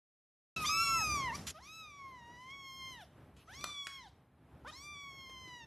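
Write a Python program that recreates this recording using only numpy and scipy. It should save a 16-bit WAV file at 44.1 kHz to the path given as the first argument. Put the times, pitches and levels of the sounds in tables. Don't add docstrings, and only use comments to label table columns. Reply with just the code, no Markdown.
import sys
import numpy as np
from scipy import signal
from scipy.fft import rfft, irfft
from scipy.io import wavfile
from scipy.ndimage import uniform_filter1d, minimum_filter1d

SR = 44100
rng = np.random.default_rng(int(sys.argv[2]) if len(sys.argv) > 2 else 0)


def gain_from_db(level_db):
    decades = np.asarray(level_db, float) / 20
    return 10 ** decades


def digitize_waveform(pressure):
    field = np.atleast_2d(pressure).T
    bounded = np.clip(field, -1, 1)
    quanta = np.round(bounded * 32767).astype(np.int16)
    wavfile.write(sys.argv[1], SR, quanta)


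N = 249606
SWITCH_ON_S = 0.5615

# time_s, pitch_hz, level_db, mouth_opening [about 0-1], effort_db [strength of high partials]
FIRST_MEW = [(.563, 1326, -37.5, 0.76, -18.5), (.605, 1266, -38.5, 0.42, -24.5),
             (.658, 1204, -38.5, .35, -32.5), (.673, 1193, -46, 0.93, -8.5), (.693, 1161, -40.5, 0.21, -30),
             (.893, 1121, -43, 0.48, -11.5), (.933, 1080, -46.5, .4, -32.5), (.988, 993, -45.5, 0.2, -44.5),
             (1.053, 674, -57, 0, -43)]
SECOND_MEW = [(.636, 926, -44, 0.35, -29), (.664, 1149, -37, 0.87, -4.5), (0.673, 1185, -40, 1.3, 3),
              (0.698, 1261, -36.5, 0.55, -3.5), (0.835, 1362, -33.5, 0.59, -4),
              (0.984, 1312, -36.5, 0.46, -4), (1.153, 1169, -36, 0.37, -6), (1.269, 1006, -39, 0.41, -17.5),
              (1.31, 883, -40.5, 0.42, -34.5)]
SECOND_SQUEAK = [
    (1.315, 874, -41.5, 0.13, -31),
    (1.347, 1165, -44.5, 0.15, -9.5),
    (1.365, 1200, -40, .1, 21),
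]
THIRD_CROAK = [
    (1.535, 613, -67, 0.033, -25),
    (1.557, 619, -52, 0.058, -16),
    (1.58, 652.6, -54, 0.12, -10),
]
THIRD_MEW = [(1.606, 921, -63, 0.24, -16), (1.63, 1048, -59, 0.27, -1.5), (1.685, 1239, -56, 0.74, -6.5),
             (1.759, 1311, -50.5, 0.86, -6.5), (1.812, 1293, -49.5, 0.88, -12.5),
             (1.924, 1156, -57, 0.58, -12.5), (2.075, 1075, -52, 0.3, -21.5),
             (2.232, 941, -57.5, 0.32, -16.5)]
THIRD_SWELL = [(2.38, 978, -56, 0.37, -15), (2.488, 1054, -52, 0.47, -20.5),
               (2.538, 1112, -50.5, 0.66, -18.5), (2.687, 1075, -52, 0.65, -6.5),
               (2.905, 1051, -50.5, 0.62, -7.5), (2.961, 966, -54.5, 0.5, -12), (2.99, 904, -57, 0.28, -8),
               (3.016, 791, -57, 0.32, -2), (3.048, 612, -52, -0.59, -21)]
FOURTH_MEW = [(3.472, 595.5, -55.5, 0.16, -14), (3.526, 885, -57.5, 0.28, -8), (3.549, 1043, -55.5, .6, -1),
              (3.59, 1141, -54, 0.77, -2.5), (3.648, 1210, -51.5, .7, -2.5),
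              (3.782, 1135, -46.5, 0.88, -12), (3.982, 1089, -53.5, 0.7, -7.5), (4.034, 953, -60, 0.26, -3),
              (4.088, 706, -54.5, -0.2, -11.5)]
FIFTH_CROAK = [
    (4.645, 421.5, -54, .05, -21),
    (4.673, 535, -48.5, .15, -8.5),
    (4.683, 632, -49, .2, -5.5),
    (4.702, 601.5, -52, 0.23, 0.5),
    (4.712, 727, -67, .02, -1),
]
FIFTH_MEW = [(4.727, 952, -59, .1, 4), (4.768, 1074, -58.5, 0.5, 2), (4.844, 1179, -54.5, 0.72, 0.5),
             (4.91, 1187, -52.5, 0.67, -7.5), (4.965, 1152, -51, 0.73, -9), (5.131, 1100, -53, 0.65, -10.5),
             (5.46, 1017, -53, 0.57, -9.5), (5.579, 963, -54, 0.46, -8), (5.655, 880, -58, 0.34, -3)]
MEWS = (FIRST_MEW, SECOND_MEW + SECOND_SQUEAK, THIRD_CROAK + THIRD_MEW + THIRD_SWELL,
        FOURTH_MEW, FIFTH_CROAK + FIFTH_MEW)


def mew(rows):
    # pitch_hz, level_db
    mouth = [(2500, 6), (3600, 12), (4500, -2.5), (5700, 5), (6600, -1.5), (7400, -11.5), (8200, -8),
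             (9200, -30.5), (10500, -13.5), (12000, -14), (13500, -14.5)]
    time_s, *columns = np.transpose(rows)
    t = np.arange(time_s[0], time_s[-1], 1 / SR)
    hz, *controls = (uniform_filter1d(np.interp(t, time_s, column), 300) for column in columns)
    hz = uniform_filter1d(hz, size=600)
    first_db, second_db, third_db, high_db = partials_db(hz, *controls)
    high_db = np.minimum(high_db, np.maximum(second_db, third_db) + 8)

    glide = uniform_filter1d(abs(np.gradient(np.log(hz))) * SR, 900)
    glide = np.minimum(glide, 6)
    jitter = (0.002 + 0.002 * glide) * drift(len(t), 300)
    wobble = 0.0041 * drift(len(t), 40)
    turns = np.cumsum(hz * (1 + wobble + jitter)) / SR

    order = np.arange(4, 19)[:, None]
    slack_db = 2.1 * np.clip((950 - hz) / 300, 0, 1) + 0.32 * glide
    high = gain_from_db(read(mouth, order * hz) - slack_db * order)
    high *= order * hz < 13400
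    high *= gain_from_db(high_db) / np.sqrt((high ** 2).sum(0))

    size = np.vstack([gain_from_db(first_db), gain_from_db(second_db), gain_from_db(third_db), high])
    shimmer = np.array([gain_from_db(1.9 * drift(len(t), 25)) for _ in size])
    phase = 2 * np.pi * (np.arange(1, 19)[:, None] * turns + 0.38 * rng.random((18, 1)))
    tone = np.sqrt(2) * (size * shimmer * np.cos(phase)).sum(0)
    rise_s = 0.002 if time_s[0] < SWITCH_ON_S + 0.01 else 0.012
    fade = np.minimum((t - time_s[0]) / rise_s, (time_s[-1] - t) / 0.012)
    return time_s[0], tone * np.clip(fade, 0, 1)


def partials_db(hz, level_db, opening, effort_db):
    throat_hz = 1000 + 2500 * opening
    climb = np.minimum(throat_hz / hz, 3.2) - 2.25
    nose_db = 8 * np.exp(-((2 * hz - 1250) / 170) ** 2)
    second_db = 1 + 8.5 * climb + nose_db
    third_db = -3.5 + 27.5 * climb
    low_db = np.array([0 * hz, second_db, third_db])
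    low_db = low_db + level_db - 10 * np.log10((gain_from_db(low_db) ** 2).sum(0))
    return (*low_db, level_db + effort_db)


def breath():
    # pitch_hz, level_db [dB per Hz]
    air_colour = [(400, -41.5), (1000, -2), (2000, 0), (3200, 3.5), (5000, 0.5), (7000, 0), (9000, -5),
                  (11500, -0.5), (13500, -46.5)]
    level_db, hz = air_flow(np.arange(N) / SR)
    air = coloured(N, air_colour)
    fizz = signal.sosfilt(signal.butter(4, 7500, "high", fs=SR, output="sos"), air)
    air = air + fizz * (gain_from_db(7.3 * drift(N, 29)) - 1)

    turn = np.exp(2j * np.pi * np.cumsum(hz) / SR)
    r = np.exp(-np.pi * 900 / SR)
    whistle = 2 * (turn * signal.lfilter([1 - r], [1, -r], air / turn)).real
    flicker_db = 2.2 * drift(N, 90)
    return gain_from_db(level_db + flicker_db) * evened(air + 2.0 * whistle)


def air_flow(t):
    # peak_s, rise_db_per_s, fall_db_per_s, level_db, resonance_hz
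    puffs = [(.6, 159.5, 124, -50.5, 3760), (.666, 92, 195, -44.5, 6350), (1.359, 907, 252, -47, 5340),
             (.95, 40, 18.5, -57, 5510), (1.67, 152, 300, -63, 5670), (2.49, 47.5, 126, -69.5, 5690),
             (2.921, 138, 96, -70, 5890), (3.04, 202, 401, -70.5, 5500), (3.537, 265, 124.5, -60, 6000),
             (4.069, 201, 220.5, -72, 4510), (4.678, 897, 147.5, -60.5, 5000),
             (4.744, 250, 148.5, -64, 6500)]
    # start_s, length_s, level_db, resonance_hz
    sniffs = [
        (1.471, 0.037, -39.5, 7030),
        (3.368, .07, -63.5, 2690),
    ]
    parts = []
    for rows in MEWS:
        time_s, _, level_db, *_ = np.transpose(rows)
        leak_db = -28 + np.interp(t, time_s, level_db, left=-140, right=-140)
        parts.append((leak_db, 5500))
    for peak_s, rise, fall, level_db, hz in puffs:
        drop_db = np.maximum(rise * (peak_s - t), fall * (t - peak_s))
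        parts.append((level_db - drop_db, hz))
    for start_s, length_s, level_db, hz in sniffs:
        fall_db = 136 * (t - start_s) + 2200 * np.maximum(t - start_s - length_s, 0)
        parts.append((level_db - np.maximum(3000 * (start_s - t), fall_db), hz))
    power = np.array([gain_from_db(np.maximum(db, -140)) ** 2 for db, _ in parts])
    total = power.sum(0)
    return 10 * np.log10(total), np.array([hz for _, hz in parts]) @ power / total


def knock(start_s, peak_db, hz, bright_db, crack_db):
    # pitch_hz, level_db, t60_s [time to die by 60 dB]
    upper_modes = [(4153, -8, 0.0081), (5643, 1, 0.0031), (7730, -24.5, 0.025), (10250, -22.5, 0.014),
                   (11200, -29, 0.015)]
    # pitch_hz, level_db [dB per Hz]
    crack_colour = [(150, -25.5), (500, 5.5), (2000, 2), (6000, -4.5), (13000, -17)]
    t = np.arange(2500) / SR
    t60 = 0.0016 + 9.9 / hz
    ring = gain_from_db(-60 * t / t60) * np.sin(2 * np.pi * hz * t)
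    for mode_hz, mode_db, mode_t60 in upper_modes:
        ring += gain_from_db(bright_db + mode_db - 60 * t / mode_t60) * np.sin(2 * np.pi * mode_hz * t)
    ring += gain_from_db(crack_db - 60 * t / (1.8 * t60)) * coloured(len(t), crack_colour)
    ring *= (1 - np.exp(-t / 0.00082)) ** 2
    return start_s, gain_from_db(peak_db) * ring / abs(ring).max()


def room(x):
    # pitch_hz, t60_s
    echo_length = [(300, 0.3), (2000, 0.44), (8000, 0.46)]
    taps = np.zeros(SR // 2)
    at = np.arange(200, len(taps) - 20, 20)
    taps[at + rng.integers(0, 20, len(at))] = rng.choice([-1., 1.], len(at))
    hz, t, z = signal.stft(taps, SR, nperseg=256)
    t60 = np.clip(read(echo_length, hz), 0.05, 1)[:, None]
    tail = signal.istft(z * gain_from_db(-60 * t / t60), SR, nperseg=256)[1]
    return signal.fftconvolve(x, tail / np.linalg.norm(tail))[:N]


def hum():
    # pitch_hz, level_db [dB per Hz]
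    hum_colour = [(20, -45.5), (36, -19), (48, -19.5), (66, -1.5), (100, -7), (137, -5.5), (200, -11),
                  (300, -13), (480, -19.5), (630, -19.5), (1200, -24.5), (3000, -36.5), (6400, -49.5),
                  (11000, -45.5)]
    t = np.arange(N) / SR
    level_db = -63.5 + 14 * np.clip(0.5 - (t - 1.53) / 0.041, 0, 1)
    level_db += 3 * np.exp(-((t - 2.85) / 0.45) ** 2)
    return gain_from_db(level_db + 2.4 * drift(N, 8.0)) * coloured(N, hum_colour)


def evened(x):
    return x / np.sqrt(np.mean(x ** 2) + 1e-20)


def read(points, hz):
    f, value = np.transpose(points)
    return np.interp(np.log(hz + 1), np.log(f + 1), value)


def drift(size, hz):
    span = int(SR / hz)
    return evened(uniform_filter1d(uniform_filter1d(rng.standard_normal(size), span), span))


def coloured(size, colour):
    hz = np.fft.rfftfreq(size, 1 / SR)
    return evened(irfft(rfft(rng.standard_normal(size)) * gain_from_db(read(colour, hz)), size))


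def add(mix, start_s, sound):
    part = mix[round(start_s * SR):][:len(sound)]
    part += sound[:len(part)]


def band_mean(v, edges):
    widths = np.diff(edges, append=v.shape[1])
    return np.repeat(np.add.reduceat(v, edges, 1) / widths[:, None], widths, 1)


def peakiness(z, edges):
    power = abs(z) ** 2 + 1e-24
    return 10 * np.log10(band_mean(power, edges)) - band_mean(10 * np.log10(power), edges)


def nearby_max(v, size):
    return -minimum_filter1d(-v, size, axis=1)


def thin_out(x, flat_db, tonal_db, attack_db, swap_share):
    # pitch_hz, depth_db
    mask_depth = [(800, 36), (1600, 36.5), (3000, 33.5), (5000, 21.5), (8500, 20.5), (13000, 23.5)]
    frames = dict(window="cosine", nperseg=2048, noverlap=1024)
    z = signal.stft(x, **frames)[2]
    hiss = signal.stft(rng.standard_normal(x.shape), **frames)[2]
    noise_bin, copy_bin, top_bin, shift = 196, 384, 608, 352

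    treble_db = 10 * np.log10((abs(z[:, noise_bin:top_bin]) ** 2).sum(1, keepdims=True) + 1e-24)
    jump_db = abs(np.diff(treble_db, prepend=0))
    steady = np.maximum(jump_db, np.roll(jump_db, -1, 2)) < attack_db

    wide = np.arange(0, 1024, 64)
    copied = np.roll(z, shift, 1)
    tonal = uniform_filter1d(peakiness(z, wide), size=5, axis=2)
    tonal = np.clip((tonal - 3) / tonal_db, 0, 0.98)
    filler = hiss[:1] * np.sqrt(band_mean(abs(copied) ** 2, wide) / band_mean(abs(hiss[:1]) ** 2, wide))
    copied = np.sqrt(tonal) * copied + np.sqrt(1 - tonal) * filler
    copied *= np.sqrt(band_mean(abs(z) ** 2, wide) / (band_mean(abs(copied) ** 2, wide) + 1e-24))
    z[:, copy_bin:] = np.where(steady, copied, z)[:, copy_bin:]

    edges = np.r_[0:96:8, 96:160:12, 160:240:20, 240:320:27, 320:1024:32]
    level_db = 10 * np.log10(band_mean(abs(z) ** 2 + 1e-24, edges))
    depth_db = read(mask_depth, np.fft.rfftfreq(2048, 1 / SR))[:, None]
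    masked = steady & (level_db < nearby_max(level_db, size=61) - depth_db)

    draws = rng.random((len(edges), z.shape[2]))
    chosen = np.repeat(draws, np.diff(edges, append=1025), 0) < swap_share
    swap = steady & chosen & (nearby_max(peakiness(z, edges), size=41) < flat_db)
    swap[:, :noise_bin] = False
    hiss *= gain_from_db(level_db) / np.sqrt(band_mean(abs(hiss) ** 2, edges))
    z = np.where(swap, hiss, z) * ~masked
    z[:, top_bin:] *= ~steady & (treble_db > treble_db.max() - 9)
    return signal.istft(z, **frames)[1][:, :N]


def scene():
    # start_s, peak_db, lowest_mode_hz, brightness_db, crack_db
    knock_list = [
        (0.603, -33, 2520, 9, -0.5),
        (3.61, -38.5, 2403, 7, -26),
        (3.641, -23.5, 1230, 7, -7.5),
        (3.869, -27, 1846, -11, -6.5),
        (4.648, -45, 930, -30.5, -30.5),
        (5.295, -49.5, 494, -32, -8),
        (5.475, -45, 316, -29, -16),
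    ]
    kitten, knocks = np.zeros(N), np.zeros(N)
    for rows in MEWS:
        add(kitten, *mew(rows))
    for row in knock_list:
        add(knocks, *knock(*row))
    echoes = room(gain_from_db(-12.5) * kitten + gain_from_db(-6.0) * knocks)
    mono = kitten + knocks + echoes + breath() + hum()
    return np.array([mono, mono])


def top_cut(x):
    return signal.sosfilt(signal.butter(12, 13900, fs=SR, output="sos"), x)


def record(dry):
    switched_on = np.clip((np.arange(N) / SR - SWITCH_ON_S) / 0.00062, 0, 1)
    thinned = thin_out(dry, flat_db=4.5, tonal_db=2.5, attack_db=6.5, swap_share=0.5)
    return top_cut(thinned * switched_on)


dry = scene()
out = record(dry)
digitize_waveform(out)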